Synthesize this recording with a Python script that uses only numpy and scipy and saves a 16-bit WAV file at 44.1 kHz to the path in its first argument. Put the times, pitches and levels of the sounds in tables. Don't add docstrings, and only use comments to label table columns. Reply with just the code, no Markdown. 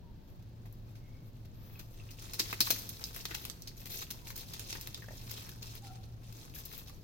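import sys
import numpy as np
from scipy import signal
from scipy.fft import rfft, irfft
from scipy.io import wavfile
from scipy.ndimage import uniform_filter1d

SR = 44100
rng = np.random.default_rng(int(sys.argv[2]) if len(sys.argv) > 2 else 0)


def transcribe(signal):
    frames = np.atleast_2d(signal).T
    limited = np.clip(frames, -1, 1)
    pcm = np.round(limited * 32767).astype(np.int16)
    wavfile.write(sys.argv[1], SR, pcm)


N = 310135
TIME = np.arange(N) / SR
BINS = np.fft.rfftfreq(N, 1 / SR)
BAND_LIMIT_HZ = 16200


def amp(db):
    return 10 ** (np.asarray(db) / 20)


def unit(x):
    return x / np.sqrt(np.mean(x ** 2) + 1e-20)


def fade(t, t60):
    return np.exp(-np.log(1000) * t / t60)


def read(points, hz):
    f, value = np.transpose(points)
    return np.interp(np.log(hz + 1), np.log(f + 1), value)


def curves(rows):
    s, *columns = np.transpose(rows)
    return [np.interp(TIME, s, c) for c in columns]


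def add(mix, s, sound):
    part = mix[..., max(round(s * SR), 0):][..., :sound.shape[-1]]
    part += sound[..., :part.shape[-1]]


def drift(rate_hz):
    return unit(irfft(rfft(rng.standard_normal(N)) * np.exp(-(BINS / rate_hz) ** 2), N))


def colour(x, db_at, size=2048):
    hz = abs(np.fft.fftfreq(size, 1 / SR))
    log_gain = np.log(amp(np.maximum(db_at(hz), -100)))
    taps = np.fft.ifft(np.exp(np.conj(signal.hilbert(log_gain)))).real[:size // 2]
    return signal.oaconvolve(x, taps[None] / np.linalg.norm(taps), axes=1)[:, :x.shape[1]]


def cracks(length, per_s, spread_db):
    out = np.zeros((2, length))
    place, size, sign, side, delay = rng.random((int(per_s * length / SR), 5)).T
    at = (place * (length - 25)).astype(int)
    lag = (12 + 13 * delay).astype(int)
    force = amp(spread_db * np.minimum(-np.log(1 - size), 4)) * np.sign(sign - .5)
    np.add.at(out[0], at, force)
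    np.add.at(out[1], at + lag, force * (.5 + side))
    return unit(out)


def grains(per_s, spread_db, width_hz, top_hz, count=24):
    out = np.zeros((2, N))
    for hz in (np.arange(count) + rng.uniform(0.77, 1, count)) * top_hz / count:
        resonance = signal.iirpeak(hz, hz / width_hz, fs=SR)
        out += signal.lfilter(*resonance, cracks(N, per_s / count, spread_db))
    return unit(out)


def rumble_and_hiss(level_db=-51, swell_db=0.24):
    # f/Hz, relative density/dB
    spectrum = [(12, -43), (20, -1), (79, -8.5), (113, -8), (138, -10), (222, -16), (388, -24.5),
                (513, -28.5), (590, -29), (1290, -42.5), (1660, -41), (2140, -46), (3070, -43.5),
                (4420, -43), (10500, -64), (12800, -50), (16000, -50)]
    # f/Hz, correlation
    likeness = [(25, 0.36), (60, 0.85), (130, 0.92), (260, 0.81), (500, 0.64), (1000, 0.23), (16000, 0)]
    left, other = rfft(rng.standard_normal((2, N)))
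    same = read(likeness, BINS)
    right = same * left + np.sqrt(1 - same ** 2) * other
    noise = irfft(np.array([left, right]) * amp(read(spectrum, BINS)), N)
    return amp(level_db) * unit(noise * amp(swell_db * drift(12.5)))


def far_engine(gain_db=-6):
    # t/s, f/Hz, level/dB
    course = [(0, 111.8, -56.5), (.55, 112.6, -47.5), (2.7, 109.5, -45.5), (3.1, 110.4, -52),
              (4.7, 111, -52), (5.55, 114.3, -45.5), (6.3, 114.4, -44.5), (6.6, 113.9, -57),
              (7.03, 111.5, -61)]
    hz, db = curves(course)
    phase = 2 * np.pi * np.cumsum(hz) / SR + .65 * drift(12)
    drone = np.sin(phase) * amp(2.3 * drift(16))
    return amp(db + gain_db) * unit(drone)


def far_birds():
    # t/s, length/s, start f/Hz, middle f/Hz, end f/Hz, level/dB
    calls = [(0.017, 0.12, 1000, 950, 870, -73), (0.986, 0.24, 2160, 2170, 2202, -76.5),
             (4.194, 0.15, 1012, 921, 870, -70.5), (5.807, 0.18, 823, 761, 732, -60),
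             (5.857, 0.081, 1377, 1370, 1370, -69)]
    out, waver = np.zeros(N), 1 + .035 * drift(150)
    for s, length, start_hz, middle_hz, end_hz, db in calls:
        progress = np.linspace(0, 1, int(length * SR))
        hz = np.interp(progress, [0, .5, 1], [start_hz, middle_hz, end_hz]) * waver[:len(progress)]
        note = np.sin(2 * np.pi * np.cumsum(hz) / SR) * signal.windows.tukey(len(hz), .5)
        add(out, s, amp(db) * unit(note))
    return np.array([out, out])


def blade_effort(grip_share=0.22, sag_db=7.5, release_s=.012):
    # t/s, level/dB
    stirring = [(0, -82), (.6, -76), (1.5, -75.5), (2.0, -68), (2.45, -52), (3.4, -57), (3.6, -66.5),
                (4.2, -61), (4.5, -56), (5.75, -65), (6.13, -72.5), (6.65, -58), (7.0, -67.5)]
    # t/s, length/s, level/dB, brightness/dB
    pushes = [(0.215, 0.14, -81, 7), (0.6, 0.4, -84, 7), (1.207, 0.22, -79.5, 7), (1.59, 0.38, -73, 7),
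              (1.957, 0.065, -67, -4), (2.116, 0.42, -57.5, -2), (2.5, 0.046, -46, 0), (2.614, .19, -47, 3),
              (2.854, 0.33, -71.5, 10.5), (3.05, 0.043, -49, 2), (3.133, 0.13, -55, 1.5),
              (3.256, 0.23, -55.5, 2.5), (3.757, 0.087, -60, 5), (3.89, 0.14, -46.5, 3.5),
              (3.981, 0.052, -47.5, -1), (4.265, 0.049, -49.5, 3.5), (4.383, 0.043, -50, 2),
              (4.475, 0.51, -59, -6), (4.661, .1, -48.5, -1.5), (4.767, 0.082, -63, 6),
              (5.07, 0.26, -58.5, 1.5), (5.271, 0.26, -53.5, -0.5), (5.609, 0.17, -53, -1.5),
              (5.807, 0.15, -58.5, -1.5), (6.03, 0.02, -57.5, -2), (6.228, 0.089, -61.5, -2),
              (6.332, 0.14, -58.5, 0), (6.536, 0.065, -55, 5.5), (6.68, 0.16, -55.5, 3.5),
              (6.868, 0.025, -56.5, 2)]
    stir_db, = curves(stirring)
    power, t = amp([stir_db, stir_db]) ** 2, np.arange(SR // 2) / SR
    for s, length, db, bright_db in pushes:
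        grip = np.minimum(t / (grip_share * length), 1)
        sag = amp(-sag_db * (t / length - .5))
        release = np.exp(-np.maximum(t - length, 0) / release_s)
        add(power, s, (amp([[db], [db + bright_db]]) * grip * sag * release) ** 2)
    return np.sqrt(power)


def blade_scrape(coarse_db=-1, fine_db=-0.04, twigs_db=-9, wet_db=-45, wet_follow=0.46, split_hz=9000):
    # f/Hz, relative density/dB
    grit = [(800, -23.5), (1500, -10.5), (3280, -3), (4420, 0), (6630, -2.5), (8240, -8), (10900, 4),
            (12400, 12.5), (16000, 0.5)]
    # f/Hz, relative density/dB
    mud = [(120, -23.5), (300, 6), (600, 2.5), (1100, -3), (1900, -10), (3000, -12.5), (6000, -44)]
    # f/Hz, relative density/dB
    wood = [(300, -19), (1000, 0.5), (1500, -1), (3500, -3.5), (8000, -6.5)]
    coarse_push, fine_push = blade_effort()
    clumps = unit(amp(2.4 * drift(50)))
    sand = clumps * grains(per_s=9000, spread_db=4.2, width_hz=900, top_hz=BAND_LIMIT_HZ)
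    bubbles = clumps * grains(per_s=3000, spread_db=2.5, width_hz=300, top_hz=3000, count=12)
    ticks = grains(per_s=70, spread_db=3, width_hz=1100, top_hz=7000, count=10)
    low_grit = lambda hz: read(grit, hz) - 10 * np.log10(1 + (hz / split_hz) ** 8)
    high_grit = lambda hz: read(grit, hz) - 10 * np.log10(1 + (split_hz / (hz + 1)) ** 8)
    coarse = colour(sand * coarse_push * amp(coarse_db), low_grit)
    fine = colour(sand * fine_push * amp(fine_db), high_grit)
    squelch = colour(bubbles * amp(wet_db) * coarse_push ** wet_follow, lambda hz: read(mud, hz))
    twigs = colour(ticks * coarse_push * amp(twigs_db), lambda hz: read(wood, hz))
    return coarse + fine + squelch + twigs


def stalk_snaps(break_s=0.00093, build_s=0.0038, brittle_s=0.011, gain_db=-0.5):
    # t/s, level/dB, crackle t60/s, body/dB, top/dB, left over right/dB
    breaks = [(0.425, -71, .012, 4, 0.5, -6), (0.655, -62, 0.062, 16, 2, 0),
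              (0.726, -59, 0.0054, -3, 17, -2), (0.953, -61.5, 0.064, 11, -1, 0),
              (1.45, -64, 0.029, 12, -2, 1), (1.792, -49, 0.061, 10.5, 0, 2.5),
              (2.107, -52, 0.044, -3, -3, 2), (2.334, -41.5, 0.055, 1, -3.5, 0.5),
              (2.392, -29, 0.071, -1, -8.5, 0), (2.528, -38.5, 0.019, 22.5, 6, -0.5),
              (2.605, -25, 0.028, 0, -3, 0), (2.7039, -25.5, 0.037, 0.5, -0.5, 1),
              (2.891, -39.5, .018, -9, 11, -5), (3.04, -44, 0.0068, -29, -9, -2),
              (3.161, -42.5, 0.03, 12.5, 7.5, 1), (3.2537, -40, 0.017, 5.5, -7, 0.5),
              (3.308, -45, 0.055, 12, -16, 3), (3.346, -38, 0.023, 5.5, -6, 0.5),
              (3.452, -42.5, 0.0056, 12, 3, -3.5), (3.499, -44, 0.0018, 2.5, -4, -9.5),
              (3.621, -51.5, 0.009, -23, -3, -2), (3.673, -45.5, 0.042, -6, -10, .5),
              (3.855, -45, 0.094, 6.5, 1, 2), (4.1043, -39.5, .043, 1, 0, -0.5),
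              (4.304, -48.5, .012, 16, 2, 2), (4.358, -44.5, 0.029, -4, 2, -2),
              (4.377, -44.5, 0.015, 5, 8, 0), (4.535, -45, 0.024, -0.5, -6.5, 1),
              (4.595, -42.5, 0.0087, 5, 8, -11), (4.727, -42.5, 0.018, 1, -10, -0.5),
              (4.751, -46, 0.03, 29, 8, 2), (4.811, -45, .02, -3, 3, -5), (4.873, -43.5, 0.0053, 13, 4, -2),
              (4.945, -50.5, 0.0061, -3, 1, -11), (5.292, -50, 0.053, 1, -2, -4),
              (5.311, -43.5, 0.023, 0.5, 2, 4.5), (5.492, -49.5, 0.0064, 13, 5, -1),
              (5.623, -47.5, 0.04, 0.5, -5, 0.5), (5.753, -54, 0.0097, 19, 16, 8),
              (6.325, -56.5, 0.018, -1, -2, 5), (6.6522, -46.5, 0.025, -22, 9, 6),
              (6.779, -49, 0.0042, 11, 21, 9), (6.896, -58, 0.015, 6, -4, -6)]
    # f/Hz, relative density/dB
    fibre = [(120, -22), (200, -9), (334, -9), (791, -13.5), (1250, -12), (1400, -10.5), (2470, -7),
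             (3560, -6), (4350, -0.5), (6880, -3.5), (8270, -12), (9930, -5), (10900, -11.5), (12800, 1),
             (16000, -4.5)]
    out, t = np.zeros((2, N)), np.arange(SR // 8) / SR
    for s, db, t60, body_db, top_db, pan_db in breaks:
        sharp = 1 / (1 + (t60 / brittle_s) ** 2)
        first = unit(rng.standard_normal((2, len(t))) * np.exp(-t / break_s))
        build = 1 - np.exp(-t / (build_s * (1 - sharp) ** 2))
        splits = unit(cracks(len(t), per_s=9000, spread_db=6.5) * build * fade(t, t60))
        burst = np.sqrt(sharp) * first + np.sqrt(1 - sharp) * splits
        burst *= np.sqrt(.02 * SR / len(t))
        tone = [(2000, body_db), (5000, 0), (12000, top_db)]
        snap = colour(burst, lambda hz: read(fibre, hz) + read(tone, hz))
        add(out, s, snap * amp(db + gain_db + np.array([[pan_db], [-pan_db]]) / 2))
    return out


def mud_pops(rise=0.044, rough=0.56, gain_db=-3, follow_db=-7, follow_s=.02, follow_spread=0.13):
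    # t/s, level/dB, f/Hz
    pockets = [(0.655, -53, 670), (1.756, -49, 2540), (1.998, -47.5, 2670), (2.09, -45, 2830),
               (2.403, -35.5, 305), (2.528, -40.5, 430), (2.607, -35.5, 297), (2.702, -30, 287),
               (2.705, -33, 650), (3.311, -35, 1900), (4.305, -55, 1010), (5.023, -38.5, 1810),
               (5.086, -40, 1770), (5.084, -40.5, 590), (5.108, -37.5, 600), (5.493, -45.5, 1710),
               (6.562, -48, 1630), (6.898, -52, 1150)]
    out, t = np.zeros((2, N)), np.arange(SR // 10) / SR
    attack = 1 - np.exp(-t / 0.0001)
    for s, db, hz in pockets:
        late, detune = rng.random(2)
        follower = (follow_s * (.5 + late), follow_db, hz * (1 + follow_spread * (2 * detune - 1)))
        for wait, weaker_db, f in ((0, 0, hz), follower):
            t60 = 0.038 * (1000 / f) ** 0.24
            walls = unit(uniform_filter1d(rng.standard_normal((2, len(t))), size=int(SR / f) + 12))
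            turns = f * (t + rise * t * (1 - np.exp(-t / t60)))
            ring = np.sin(2 * np.pi * turns + rough * walls) * (1 + rough * walls / 2)
            add(out, s + wait, amp(db + weaker_db + gain_db) * ring * attack * fade(t, t60))
    return out


def mud_squeak(waver=0.013, whistle_db=-6, hiss_db=-6):
    # t/s, unheard fundamental f/Hz, level/dB
    suction = [(1.54, 772.4, -71), (1.6, 813, -64), (1.635, 880, -62), (1.685, 890, -63.5),
               (1.74, 865, -60), (1.8, 845, -59), (1.88, 775, -88)]
    hz, db = curves(suction)
    hz *= 1 + .006 * drift(600)
    whistle = np.zeros(N)
    for harmonic in range(15, 19):
        partial_hz = harmonic * hz * (1 + waver * drift(23.5))
        whistle += np.sin(2 * np.pi * np.cumsum(partial_hz) / SR) * amp(1.7 * drift(19))
    slit = [(1200, 7), (3000, 3), (5000, 1), (8000, -22)]  # f/Hz, relative density/dB
    hiss = colour(rng.standard_normal((2, N)), lambda f: read(slit, f))
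    sounding = (TIME > suction[0][0]) & (TIME < suction[-1][0])
    return (amp(whistle_db) * unit(whistle) + amp(hiss_db) * hiss) * amp(db) * sounding


def stalk_knocks(spread=0.173, count=9):
    # t/s, starting level/dB, centre f/Hz, t60/s
    cuts = [(2.5283, -33, 1100, .009), (2.6057, -18.5, 4650, .016), (2.6098, -21, 4600, .016),
            (3.04, -26.5, 4700, .006), (3.2537, -29, 4300, .006), (4.9455, -28.5, 4300, .006)]
    out, t = np.zeros((2, N)), np.arange(SR // 20) / SR
    for s, db, hz, t60 in cuts:
        modes_hz = hz * (1 + spread * np.linspace(-1, 1, count)[:, None])
        modes = np.sin(2 * np.pi * (modes_hz * t + rng.random((2, count, 1))))
        add(out, s, amp(db) * unit(modes.sum(1)) * fade(t, t60))
    return out


def echo(x, decay, onset_s):
    hz, t, bands = signal.stft(rng.standard_normal((2, SR * 3 // 4)), SR, nperseg=256)
    tail = signal.istft(bands * fade(t, read(decay, hz)[:, None]), SR, nperseg=256)[1]
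    tail *= 1 - np.exp(-np.arange(tail.shape[1]) / SR / onset_s)
    return signal.fftconvolve(x, tail / np.linalg.norm(tail[0]), axes=1)[:, :N]


def scene():
    # f/Hz, t60/s
    ground = [(200, 0.053), (1500, 0.065), (5000, 0.12), (15000, 0.094)]
    # f/Hz, t60/s
    trunks = [(200, 1), (1500, 0.86), (5000, 0.63), (15000, 0.72)]
    knife = stalk_snaps() + stalk_knocks() + mud_pops() + blade_scrape() + mud_squeak()
    birds = far_birds()
    near = knife + amp(-3.5) * echo(knife, ground, onset_s=0.00024)
    near += amp(-14) * echo(knife, trunks, onset_s=0.017)
    far = birds + amp(-4) * echo(birds, trunks, onset_s=0.01)
    return near + far + rumble_and_hiss() + far_engine()


def record(dry):
    # f/Hz, left over right/dB
    balance = [(60, .5), (400, 1.8), (1300, 0.5), (4400, 1), (8000, -3.5), (11000, 8.5), (15000, 10.5)]
    tilt_db = read(balance, BINS) / 2
    gains = amp([tilt_db, -tilt_db])
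    heard = irfft(rfft(dry) * gains / np.sqrt(np.mean(gains ** 2, axis=0)), N)
    lowpass = signal.firwin(401, BAND_LIMIT_HZ, window=("kaiser", 9), fs=SR)
    return signal.oaconvolve(heard, lowpass[None], "same")


dry = scene()
out = record(dry)
transcribe(out)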